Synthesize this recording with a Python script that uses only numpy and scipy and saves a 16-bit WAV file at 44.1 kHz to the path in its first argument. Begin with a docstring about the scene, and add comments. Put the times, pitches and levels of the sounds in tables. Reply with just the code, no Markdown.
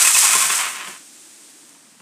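"""Toy slot car coasting to a stop.

A slot car rattles round a plastic track close by, clacks over the joints, then coasts to a stop.
Loose gear teeth buzz in the body, the pick-up braids scrape the rails, the hollow track rumbles.
A soft hiss, a low drone and a few faint handling knocks stay on in the small room."""
import sys
import numpy as np
from scipy import signal
from scipy.fft import rfft, irfft
from scipy.io import wavfile
from scipy.ndimage import map_coordinates

SR = 44100
rng = np.random.default_rng(int(sys.argv[2]) if len(sys.argv) > 2 else 0)


def master_out(mix):
    """Clip the mix to full scale and print it as 16-bit PCM to the path in sys.argv[1]."""
    frames = np.transpose(np.atleast_2d(mix))
    ceiling = np.clip(frames, -1, 1)
    pcm = np.round(ceiling * 32767).astype(np.int16)
    wavfile.write(sys.argv[1], SR, pcm)


N = 88773

# motor winding down: time_s, turns_per_s
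MOTOR_SPEED = [(0, 104.3), (.45, 101), (.65, 94), (.85, 70), (1.02, 31.3)]
# midrange buzz of the car's body: frequency_hz, relative_db
BODY_COLOUR = [(200, -29.5), (500, -18.5), (650, -13), (750, -7), (860, -9), (970, 1.5), (1500, -2),
               (2100, -1), (3100, -4), (4000, -12.5), (7000, -16.5), (15000, -33)]
# bright scrape of braids on rails: frequency_hz, relative_db
BRAID_COLOUR = [(800, -27), (3000, -13), (4500, -11.5), (5600, -8), (7000, -4.5), (8300, -0.5), (9500, -6),
                (11000, -11), (15000, -21)]
# hollow boom of the track: frequency_hz, relative_db
TRACK_COLOUR = [(40, -16), (100, -21.5), (140, -6), (180, 2.5), (260, -6.5), (350, -0.5), (500, -10.5),
                (900, -6.5), (3000, -62)]


def undb(db):
    """Decibels to gain."""
    return 10 ** (np.asarray(db) / 20)


def unit(x):
    """Scale to an RMS of one."""
    return x / np.sqrt(np.mean(x ** 2))


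def curve(rows):
    """Straight lines through (time_s, value) rows."""
    return np.interp(np.arange(N) / SR, *np.array(rows, float).T)


def fading(rows, stop_db_per_s=300):
    """Gain from a level curve that dies away after its last point."""
    past_end_s = np.maximum(np.arange(N) / SR - rows[-1][0], 0)
    return undb(curve(rows) - stop_db_per_s * past_end_s)


def through(x, response):
    """Play a signal through an impulse response."""
    return signal.fftconvolve(x, response)[:N]


def colour(points, size=2048):
    """Minimum-phase response of unit energy with the given spectral shape."""
    hz, db = np.array(points, float).T
    log_f = np.log(np.maximum(np.fft.rfftfreq(size, 1 / SR), 1))
    bass_rolloff = 2 * np.maximum(np.log(hz[0]) - log_f, 0)
    gain = undb(np.interp(log_f, np.log(hz), db))
    cepstrum = irfft(np.log(gain) - bass_rolloff)
    cepstrum[1:size // 2] *= 2
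    cepstrum[size // 2 + 1:] = 0
    response = irfft(np.exp(rfft(cepstrum)))
    return response / np.linalg.norm(response)


def walk(rate_hz):
    """Smooth random wander with a spread near 1."""
    return map_coordinates(rng.standard_normal(4096), [np.arange(N) / SR * rate_hz], mode="wrap")


def background(air_db=-56.5, drone_db=-57, waver_db=0.5, sag_start_s=1.6, sag_per_s=0.81):
    """A soft hiss that ebbs, a low wavering drone that sinks near the end, and still room air."""
    # thin, bright hiss: frequency_hz, relative_db
    hiss_colour = [(200, -23.5), (450, -13), (1000, -16), (2500, -11), (4400, -8.5), (6500, -4.5),
                   (8400, -0.5), (10000, -7), (12000, -16), (15000, -21)]
    # ebb of the hiss: time_s, level_db
    hiss_level = [(0, -23), (1.0, -44.5), (1.12, -45), (1.45, -45.5), (1.74, -49), (1.82, -51), (2.01, -53)]
    # drone before it sinks: frequency_hz, relative_db
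    drone_colour = [(30, -34), (90, -27), (150, -11), (200, -8.5), (265, 1), (330, 0.5), (400, -10.5),
                    (600, -28.5), (2000, -42)]
    # still room air: frequency_hz, relative_db
    air_colour = [(30, -12), (100, -3), (200, 0.5), (600, 1), (1600, 1.5), (3000, -2), (8000, -10.5),
                  (15000, -24)]
    t = np.arange(N) / SR
    hiss = through(rng.standard_normal(N), colour(hiss_colour)) * undb(curve(hiss_level))
    pitch_ratio = np.exp(-sag_per_s * np.maximum(t - sag_start_s, 0))
    drone = through(rng.standard_normal(N), colour(drone_colour))
    drone = map_coordinates(drone, [np.cumsum(pitch_ratio)], mode="mirror")
    air = through(rng.standard_normal(N), colour(air_colour)) * undb(air_db)
    return hiss + drone * undb(drone_db + waver_db * walk(37)) + air


def room(x, t60_s=0.28, wet_db=-9.5, predelay_s=.004):
    """Close walls and furniture add a short dense tail."""
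    t = np.arange(SR // 2) / SR
    tail = rng.standard_normal(len(t)) * (t > predelay_s) * np.exp(-np.log(1000) * t / t60_s)
    return x + undb(wet_db) * through(x, tail / np.linalg.norm(tail))


def wheels():
    """Rolling tyres shake the hollow track."""
    # swells of the rumble: time_s, level_db
    rumble_level = [(0, -52.5), (.3, -48.5), (.5, -46), (.65, -53.5), (.83, -54.5), (.9, -45), (.96, -59.5),
                    (1.04, -78)]
    return through(rng.standard_normal(N), colour(TRACK_COLOUR)) * fading(rumble_level)


def shell(lo_hz=0, hi_hz=SR, attack_s=0.00077):
    """Response of the car's plastic shell: its short rings within a range."""
    # shell resonances: pitch_hz, t60_s, relative_db
    modes = [(960, 0.051, -9), (1065, 0.053, -1.5), (1380, 0.033, -10.5), (2090, 0.048, -15),
             (2350, 0.038, -20), (2550, 0.047, 3), (3490, .03, -4)]
    t = np.arange(SR // 5) / SR
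    ring = sum(undb(db) * np.sin(2 * np.pi * hz * t) * np.exp(-np.log(1000) * t / t60)
               for hz, t60, db in modes if lo_hz < hz < hi_hz)
    ring = ring * (1 - np.exp(-t / attack_s))
    return ring / np.linalg.norm(ring)


def clacks(clack_s=0.0035, ring_s=0.0049, thump_s=.022, split_hz=1800, grain_db=2.5):
    """Short chattering blows reach the rails, the body, the shell's low and high rings and the track."""
    # guide, track joints and handling: start_s, tick_db, knock_db, low_ring_db, high_ring_db, thump_db
    hits = [(.02, -16, -55, -43, -29, -69), (.049, -13, -22, -28, -14, -53),
            (.073, -9, -15.5, -21, -18.5, -75), (.086, -25, -32, -24, -40, -57),
            (.147, -14, -34, -22, -12, -61), (.166, -18, -12, -39, -25, -62),
            (.188, -6, -41, -38, -36, -65), (.226, -34, -19, -29, -19.5, -63.5),
            (.236, -26, -35, -15.5, -34, -59), (.25, -32, -21, -18, -17.5, -42),
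            (.333, -10.5, -22, -17.5, -18, -63), (.352, -12, -24, -17, -33, -31.5),
            (.403, -30, -20, -23, -22, -64), (.423, -20, -31, -16, -21, -60),
            (.501, -19, -13.5, -36, -19, -41), (.603, -40, -36, -41, -38, -54),
            (.665, -37, -21, -38, -41, -63), (.752, -40, -47, -45, -48, -58),
            (.798, -50, -38, -41, -34, -68), (.874, -44, -27, -44, -48, -44),
            (1.631, -62, -50, -70, -62, -66), (1.693, -41.5, -63, -75, -75, -75),
            (1.748, -56, -48, -55, -64, -57), (2.001, -49, -41.5, -55, -60, -50)]
    layers = [(colour(BRAID_COLOUR), clack_s), (colour(BODY_COLOUR), clack_s),
              (shell(hi_hz=split_hz), ring_s), (shell(lo_hz=split_hz), ring_s),
              (colour(TRACK_COLOUR), thump_s)]
    out = np.zeros(N)
    age = np.arange(SR // 8) / SR
    for start_s, *levels in hits:
        i = int(start_s * SR)
        for db, (response, decay_s) in zip(levels, layers):
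            fade = np.exp(-age / decay_s)
            chatter = rng.choice([-1, 1], len(age)) * undb(grain_db * rng.standard_normal(len(age)))
            blow = signal.fftconvolve(fade * chatter, response)
            blow = blow * undb(db) * np.linalg.norm(fade) / np.linalg.norm(blow)
            out[i:i + len(blow)] += blow[:max(N - i, 0)]
    return out


def gears(turns, teeth=9, jitter_teeth=.25, scatter_db=3, trim_db=-1.5,
          ring_db=-11, ring_hold_s=0.44, ring_fade_db_per_s=60):
    """Loose teeth strike unevenly, harder once a turn; the shell's ring fades as the car slows."""
    # surges of the gear rattle: time_s, relative_db
    rattle_level = [(0, -21), (.085, -22), (.11, -24), (.14, -31.5), (.17, -23.5), (.205, -26),
                    (.26, -21.5), (.305, -21), (.345, -21.5), (.385, -24), (.44, -21.5), (.488, -26),
                    (.515, -21.5), (.572, -25), (.614, -21), (.68, -25.5), (.735, -33), (.81, -30.5),
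                    (.9, -36), (.97, -43), (1.04, -65)]
    t = np.arange(N) / SR
    tooth = np.floor(turns * teeth + jitter_teeth * walk(500))
    strikes = np.diff(tooth, prepend=0) > 0
    strength = undb(scatter_db * np.clip(rng.standard_normal(N), -2, 2)) * rng.choice([-1, 1], N)
    accent = 1 + 0.13 * np.cos(2 * np.pi * turns)
    # the power holds steady as the strikes thin out
    force = unit(strikes * strength * accent / np.sqrt(curve(MOTOR_SPEED)))
    buzz = through(force, colour(BODY_COLOUR))
    ring_gain = undb(ring_db - ring_fade_db_per_s * np.maximum(t - ring_hold_s, 0))
    return (buzz + ring_gain * through(force, shell())) * fading(rattle_level) * undb(trim_db)


def braids(turns, clicks_per_s=4500, scatter_db=4, smooth_db=1,
           flutter_db=1.4, flutter_hz=89, trim_db=-0.87):
    """Copper braids catch on the rails in dense tiny clicks, their pressure fluttering."""
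    # surges of the scrape: time_s, relative_db
    scrape_level = [(0, -14.5), (.025, -10), (.04, -16.5), (.08, -13), (.11, -17.5), (.14, -14), (.16, -15),
                    (.21, -12), (.27, -15), (.31, -15.5), (.42, -16.5), (.485, -19.5), (.55, -18.5),
                    (.62, -22.5), (.73, -35), (.76, -33), (.82, -47), (.9, -36), (.97, -46), (1.02, -63)]
    clicks = (rng.random(N) < clicks_per_s / SR) * rng.choice([-1, 1], N)
    grains = unit(clicks * undb(scatter_db * np.clip(rng.standard_normal(N), -2, 2)))
    pressure = undb(flutter_db * walk(flutter_hz)) * (1 + 0.088 * np.cos(2 * np.pi * turns))
    smooth_scrape = undb(smooth_db) * rng.standard_normal(N)
    force = unit((grains + smooth_scrape) * pressure)
    return through(force, colour(BRAID_COLOUR)) * fading(scrape_level) * undb(trim_db)


def scene():
    """The car in the room over the background; one motor paces the gears and pulses the scrape."""
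    turns = np.cumsum(curve(MOTOR_SPEED) * (1 + .015 * walk(20))) / SR
    car = gears(turns) + braids(turns) + wheels() + clacks()
    return (room(car) + background())[None]


def record(dry, ceiling=.85, low_cut_hz=175, top_hz=15350):
    """Round the very tallest peaks, thin the bass and cut the top."""
    rounded = dry / (1 + (dry / ceiling) ** 8) ** (1 / 8)
    thin = signal.sosfilt(signal.butter(1, low_cut_hz, "high", fs=SR, output="sos"), rounded)
    low_pass = signal.ellip(10, .2, 80, top_hz, fs=SR, output="sos")
    return signal.sosfilt(low_pass, thin)


dry = scene()
out = record(dry)
master_out(out)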